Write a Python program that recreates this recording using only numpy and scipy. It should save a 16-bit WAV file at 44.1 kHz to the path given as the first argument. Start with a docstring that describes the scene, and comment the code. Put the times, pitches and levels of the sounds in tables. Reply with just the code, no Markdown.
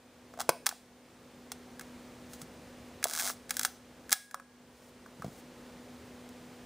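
"""A compact plastic film camera clicks and knocks as it is handled close by in a small quiet room.
Each contact makes the stiff shell tick and the hollow body ring. Catches snap home, the back slams
shut, springs ring on, a thumbwheel ratchets and fingers tap and slide over the case.
Behind it a low rumble, a fan's hum and a soft hiss dip together now and then and swell back."""
import sys
import numpy as np
from scipy import signal
from scipy.fft import rfft, irfft, next_fast_len
from scipy.io import wavfile

SR = 44100
rng = np.random.default_rng(int(sys.argv[2]) if len(sys.argv) > 2 else 0)


def int16_out(signal):
    """Quantize to a 16-bit WAV file."""
    q = np.round(np.clip(np.atleast_2d(signal).T, -1, 1) * 32767)
    wavfile.write(sys.argv[1], SR, q.astype(np.int16))


N = 293265
TIME = np.arange(N) / SR
BLOW = TIME[:SR // 8]   # time axis of one contact

# small hard parts clicking: t/s, tick level/dB, tick decay/s, knock level/dB, knock f/Hz
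PART_CLICKS = [ (.412, -34.5, 0.0045, -24, 1220), (.6905, -20, 0.00096, -27, 1120),
               (1.5178, -30.5, 0.0021, -32, 910), (1.7948, -36.5, 0.0016, -31.5, 1360),
               (1.81, -45, 0.0046, -35, 1880), (2.333, -44, 0.0048, -50.5, 1500),
               (2.4157, -38, 0.0023, -44, 1290), (3.1348, -23, 0.00097, -38, 1300),
               (3.1747, -23, 0.00068, -31, 1300), (3.196, -26, 0.0029, -27, 1910),
               (3.541, -39, 0.0017, -47, 1600), (3.568, -18.5, 0.00089, -29, 1620),
               (3.594, -15.5, 0.00094, -26, 1540), (3.612, -28, 0.0016, -30, 1400),
               (3.632, -19.5, 0.00096, -32, 1570), (3.6489, -21.5, .004, -17.5, 1470),
               (4.094, -35, .0012, -34.5, 1600), (4.1064, -32, 0.0014, -51, 1700),
               (4.1206, -21, 0.0024, -24.5, 1270), (4.311, -44, 0.0017, -41, 1700),
               (4.3439, -30.5, 0.00094, -19, 1145), (6.29, -48.5, 0.0017, -60, 1700)]
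# dull knocks of fingers on the case: t/s, level/dB, f/Hz
FINGER_KNOCKS = [ (0.3382, -32.5, 880), (.375, -32, 750), (.389, -23, 760), (0.7127, -32.5, 1400),
                 (.725, -34.5, 750), (2.425, -38, 200), (3.028, -27, 1880), (3.0548, -19.5, 730),
                 (3.3, -21.5, 1160), (4.398, -32.5, 1220), (5.0614, -34.5, 1180), (5.198, -34.5, 150),
                 (5.2213, -25.5, 1210), (5.244, -26.5, 590), (5.245, -27, 150), (5.263, -29.5, 150),
                 (5.28, -32.5, 200)]
# tones of the hollow body: f/Hz, level/dB, time to fade by 60 dB/s
BODY_TONES = [(161.3, -3, 0.04), (335, -9, 0.045), (498, 3.5, 0.02), (696, 4.5, 0.028), (826, 5, 0.012),
              (1156, 11.5, 0.0086), (1304, -2.5, 0.043), (1513, 2.5, 0.027), (1670, 6.5, 0.022),
              (2195, -3.5, 0.051), (2460, 8.5, 0.015)]
def camera(finger_tick_db=-22.5, finger_decay_s=0.0022):
    """Every contact makes a bright tick in the shell and a hollow knock in the body."""
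    force, body = rubbing(), np.zeros(N)
    fingers = [(s, db + finger_tick_db, finger_decay_s, db, hz) for s, db, hz in FINGER_KNOCKS]
    for s, tick_db, decay_s, knock_db, hz in catches() + PART_CLICKS + fingers + ratchet():
        add(force, s, from_db(tick_db) * chatter(decay_s, hz))
        add(body, s, from_db(knock_db) * knock(BODY_TONES, hz, focus_db=22.5, t=BLOW))
    body += springs()
    back_slam = knock(BODY_TONES, centre_hz=407, focus_db=5.5, t=BLOW)   # shakes the whole body
    add(body, s=0.4912, sound=from_db(-6.5) * back_slam)
    return body + shell(force)


# catches snapping home: t/s, tick level/dB, tick decay/s, knock level/dB, knock f/Hz,
# first touch ahead by/s, first touch level against the snap/dB
CATCH_SNAPS = [ (.404, -24, .0012, -18.5, 865, 0.0068, -7), (.4925, -13, 0.00092, -9, 1080, 0.0014, -6.5),
               (.6651, -15, 0.0019, -17, 1420, 0.0054, -12.5), (3.0409, -13, 0.0013, -27, 1650, 0.014, -22),
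               (3.507, -21.5, 0.002, -22.5, 1650, .0132, -14.5),
               (4.1277, -3.5, 0.00067, -14.5, 1570, .011, -16)]
def catches(touch_decay_s=0.0032, rebound_s=0.0069, rebound_db=-20.5, rebound_decay_s=0.0033):
    """List the contacts as each catch rides over its edge, snaps home and bounces once."""
    contacts = []
    for s, tick_db, decay_s, knock_db, hz, lead_s, touch_db in CATCH_SNAPS:
        touch = (-lead_s, touch_db, touch_decay_s)
        snap = (0, 0, decay_s)
        rebound = (rebound_s, rebound_db, rebound_decay_s)
        for delay_s, db, length_s in (touch, snap, rebound):
            spread_db = 10 * np.log10(length_s / decay_s)   # a longer contact spreads its energy
            contacts.append((s + delay_s, tick_db + db - spread_db, length_s, knock_db + db, hz))
    return contacts


# the thumb pushes the wheel harder, then eases off: t/s, tooth tick level/dB
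THUMB_PUSH = [(3.07, -30.5), (3.25, -21), (3.3, -27.5)]
def ratchet(start_s=3.069, teeth=20, first_gap_s=0.0142, decay_s=0.00091, knock_db=-6, tooth_hz=1065):
    """List the contacts as a small lever drops over each thumbwheel tooth, then touches again softly."""
    contacts, s = [], start_s
    for tooth in range(teeth):
        gap_s = first_gap_s * 0.98 ** tooth   # the teeth pass ever faster
        for delay_s, loss_db in ((0, 0), (0.49 * gap_s, 5.5)):
            late, strong, high = rng.standard_normal(size=3)   # no two contacts are alike
            db = np.interp(s, *np.transpose(THUMB_PUSH)) - loss_db + 2.5 * strong
            hz = tooth_hz * 2 ** (0.44 * high)
            contacts.append((s + delay_s + 0.0003 * late, db, decay_s, db + knock_db, hz))
        s += gap_s
    return contacts


def chatter(decay_s, centre_hz, rise_s=0.00046, rattle_db=-22, brightness=7, snap_cycles=3):
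    """The force of a hard contact: a burst of tiny impacts, then a weaker, longer rattle of loose parts."""
    envelope = np.exp(-BLOW / decay_s) + from_db(rattle_db) * np.exp(-BLOW / (4 * decay_s))
    envelope *= 1 - np.exp(-BLOW / rise_s)
    # make all frequencies equally strong, so the burst has no pitch of its own
    size = next_fast_len(2 * len(BLOW))
    spectrum = rfft(envelope * rng.choice([-1, 1], len(BLOW)), size)
    burst = irfft(spectrum / (np.abs(spectrum) + 1e-9), size)[:len(BLOW)]
    # a contact that knocks low is also softer, so its tick is duller
    softness = np.exp(-2 * np.pi * brightness * centre_hz / SR)
    burst = signal.lfilter([1], [1, -softness], burst)
    # the briefer the contact, the less bass it carries
    burst = cut_bass(burst, min(snap_cycles / decay_s, SR / 4), order=1)
    return burst * np.linalg.norm(envelope) / np.linalg.norm(burst)


def knock(tones, centre_hz, focus_db, t, scatter_db=1.5, rise_s=0.00036):
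    """A struck part rings. The spot hit favours tones near centre_hz, by focus_db for each octave."""
    hz, db, fade_s = np.transpose(tones)
    octaves_away = np.abs(np.log2(hz / centre_hz))
    weight = from_db(db - focus_db * octaves_away + scatter_db * rng.standard_normal(len(hz)))
    phase = 2 * np.pi * (hz[:, None] * t + rng.random((len(hz), 1)))
    rings = np.sin(phase) * from_db(-60 * t / fade_s[:, None])
    attack = 1 - np.exp(-t / rise_s)
    sound = (weight / np.linalg.norm(weight)) @ rings
    return cut_bass(sound * attack, 0.53 * centre_hz)


# pitches at which the stiff shell and latches ring: f/Hz, width/Hz, level/dB
SHELL_BANDS = [(787, 105, 11), (1426, 147, 5.5), (2113, 390, 4), (2750, 202, -3.5), (3410, 150, 2.5),
               (3970, 810, 0), (4830, 970, 0), (5450, 580, -0.5), (6310, 1090, 4.5), (7500, 980, 3),
               (8510, 650, 2), (9460, 1500, -3.5), (10370, 1800, -2.5), (10760, 620, -7.5),
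               (13460, 870, 5.5), (14770, 400, -1.5)]
def shell(force):
    """The plastic shell rings briefly under any force, giving ticks and rubbing their tone."""
    ringing = sum(from_db(db) * resonance(force, hz, width) for hz, width, db in SHELL_BANDS)
    return cut_bass(ringing, hz=450)


# tones of springs and thin metal: f/Hz, level/dB, time to fade by 60 dB/s
SPRING_TONES = [(545, -8.5, 0.65), (1034, -17, 0.14), (1460, -4.5, 0.2), (1650, -7, 0.93),
                (5500, -6.5, .35), (7800, -17.5, 0.381), (8800, -1, 0.35)]
# snaps that shake the springs: t/s, ring level/dB, ring f/Hz, thump level/dB
HARD_SNAPS = [(0.494, -58, 600, -32.5), (4.129, -45, 1700, -38.5), (4.345, -54, 550, -59)]
def springs(thump_decay_s=0.00066):
    """A hard snap sets the springs ringing and jolts the case with a thump."""
    sound = np.zeros(N)
    for s, ring_db, hz, thump_db in HARD_SNAPS:
        add(sound, s, from_db(ring_db) * knock(SPRING_TONES, hz, focus_db=2.5, t=TIME[:SR]))
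        add(sound, s, from_db(thump_db) * np.exp(-BLOW / thump_decay_s))
    return sound


# plastic and skin sliding: t/s, length/s, final level/dB
GRIP_SLIDES = [(2.277, 0.075, -56), (2.373, 0.051, -57.5), (3.03, 0.28, -40), (3.476, .18, -46.5),
               (4.617, 0.275, -68), (5.12, 0.28, -63)]
def rubbing(grain_db=3, release_s=0.012):
    """Sliding surfaces catch in fine uneven grains, pressing ever harder until they let go."""
    grains = rng.standard_normal(N)
    grains *= from_db(grain_db * np.repeat(rng.standard_normal(N), 32)[:N])   # 32 samples a grain
    pressure = np.zeros(N)
    for s, length_s, db in GRIP_SLIDES:
        press = np.clip((TIME - s) / length_s, 0, 1)
        release = np.exp(-np.maximum(TIME - s - length_s, 0) / release_s)
        pressure += from_db(db) * press * release
    return pressure * rms_one(grains)


# the room's echo, band by band: f/Hz, level/dB, time to fade by 60 dB/s
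ECHO_BANDS = [(306, -15.5, 0.82), (662, -14, 0.26), (1395, -17.5, 0.23), (3040, -13.5, 0.38),
              (5920, -20, 0.4), (10100, -19.5, 0.42), (15020, -19.5, 0.31)]
def room(x, build_s=0.002):
    """Reflections from the walls build up quickly, then each band dies away at its own pace."""
    t = TIME[:SR // 2]
    centres = np.array(ECHO_BANDS)[:, 0]
    edges_hz = [150, *np.sqrt(centres[1:] * centres[:-1]), 18000]
    tail = 0
    for (_, db, fade_s), low, high in zip(ECHO_BANDS, edges_hz, edges_hz[1:]):
        envelope = from_db(-60 * t / fade_s) * (1 - np.exp(-(t / build_s) ** 2))
        band_filter = signal.butter(2, [low, high], "band", fs=SR, output="sos")
        band = signal.sosfilt(band_filter, rng.standard_normal(len(t)))
        tail += from_db(db) * band * envelope / np.linalg.norm(envelope)
    return signal.fftconvolve(x, tail)[:N]


# tones of the fan motor: f/Hz, relative level/dB
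FAN_TONES = [(245.6, -3.5), (491, -13), (541, -16.5)]
def fan(waver_share=0.17, waver_width_hz=5):
    """The motor hums in steady tones; a little noise around each pitch makes it waver."""
    hum = np.zeros(N)
    for hz, db in FAN_TONES:
        waver = rms_one(resonance(rng.standard_normal(N), hz, waver_width_hz))
        tone = np.sin(2 * np.pi * (hz * TIME + rng.random()))
        hum += from_db(db) * rms_one(tone + waver_share * waver)
    return hum


# the room's low rumble: f/Hz, relative level/dB
RUMBLE_SHAPE = [(25, -29), (45, -15), (65, -10.5), (100, -10.5), (160, -11.5), (240, -9.5), (310, -11.5),
                (420, -11.5), (500, -16), (600, -17), (900, -21)]
# the soft hiss: f/Hz, relative level/dB
HISS_SHAPE = [(290, -19), (500, -8), (740, -7.5), (1900, -13), (2130, -13.5), (2890, -16), (9490, -24),
              (12500, -29.5), (14700, -20), (15300, -27), (16000, -54.5)]
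# dips in the background, at the start and at loud clicks: t/s, level/dB
BACKGROUND_DIPS = [(0, -8.5), (.5, -9), (.67, -12), (3.045, -6), (3.65, -6.5), (4.135, -19.5)]
def background(swell_per_s=0.58, hiss_dip_share=0.81):
    """Rumble, hum and hiss drop at set times and swell back evenly; the hiss dips a little less."""
    level = np.ones(N)
    for s, db in BACKGROUND_DIPS:
        swell = from_db(db) + swell_per_s * (TIME - s)
        level = np.minimum(level, np.where(TIME < s, 1, swell))
    drone = from_db(-4) * noise(RUMBLE_SHAPE) + fan()
    hiss = noise(HISS_SHAPE)
    return from_db(-51) * level * drone + from_db(-57) * level ** hiss_dip_share * hiss


def noise(shape):
    """Steady noise that follows a list of (f/Hz, level/dB) points and falls steeply beyond its ends."""
    hz, db = np.transpose(shape)
    size = next_fast_len(N)
    f = np.maximum(np.fft.rfftfreq(size, 1 / SR), 1)
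    gain = from_db(np.interp(np.log(f), np.log(hz), db))
    gain /= 1 + (hz[0] / f) ** 4 + (f / hz[-1]) ** 8
    spectrum = rfft(rng.standard_normal(size)) * gain
    return rms_one(irfft(spectrum, size)[:N])


def resonance(x, hz, width_hz):
    """Let through a band around one pitch, which rings longer the narrower it is."""
    r = np.exp(-np.pi * width_hz / SR)
    feedback = [1, -2 * r * np.cos(2 * np.pi * hz / SR), r * r]
    return signal.lfilter(np.array([1, 0, -1]) * (1 - r * r) / 2, feedback, x + 1e-18)


def cut_bass(x, hz, order=2):
    """Weaken everything below hz."""
    return signal.sosfilt(signal.butter(order, hz, "high", fs=SR, output="sos"), x)


def from_db(db):
    """Turn decibels into a gain."""
    return 10 ** (np.asarray(db) / 20)


def rms_one(x):
    """Scale to an average power of one."""
    return x / np.sqrt(np.mean(x ** 2) + 1e-20)


def add(out, s, sound):
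    """Mix a sound in at s seconds."""
    start = int(round(s * SR))
    out[start:start + len(sound)] += sound[:N - start]


# faint noise that differs between left and right: f/Hz, relative level/dB
CHANNEL_NOISE = [(30, 6.5), (100, -8.5), (300, -3), (1000, -1), (3000, -3), (8000, -1.5), (14000, -11.5)]
def scene(skew_db=-33, channel_noise_db=-73):
    """Camera, echo and background, almost mono: only a tiny phase shift and faint noise part the sides."""
    direct = camera()
    mid = direct + room(direct) + background()
    quarter_cycle_shifted = signal.hilbert(mid, next_fast_len(N))[:N].imag
    side = from_db(skew_db) * quarter_cycle_shifted + from_db(channel_noise_db) * noise(CHANNEL_NOISE)
    return np.array([mid + side, mid - side])


def record(dry, ceiling=0.79, notch_hz=12650, notch_width_hz=900, cutoff_hz=15600):
    """Round off the highest peaks, take out the microphone's narrow treble notch and cut the very top."""
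    sound = dry / (1 + (dry / ceiling) ** 4) ** (1 / 4)
    for _ in range(2):
        sound = sound - resonance(sound, notch_hz, notch_width_hz)
    return signal.sosfilt(signal.ellip(10, 0.3, 70, cutoff_hz, fs=SR, output="sos"), sound)


dry = scene()
out = record(dry)
int16_out(out)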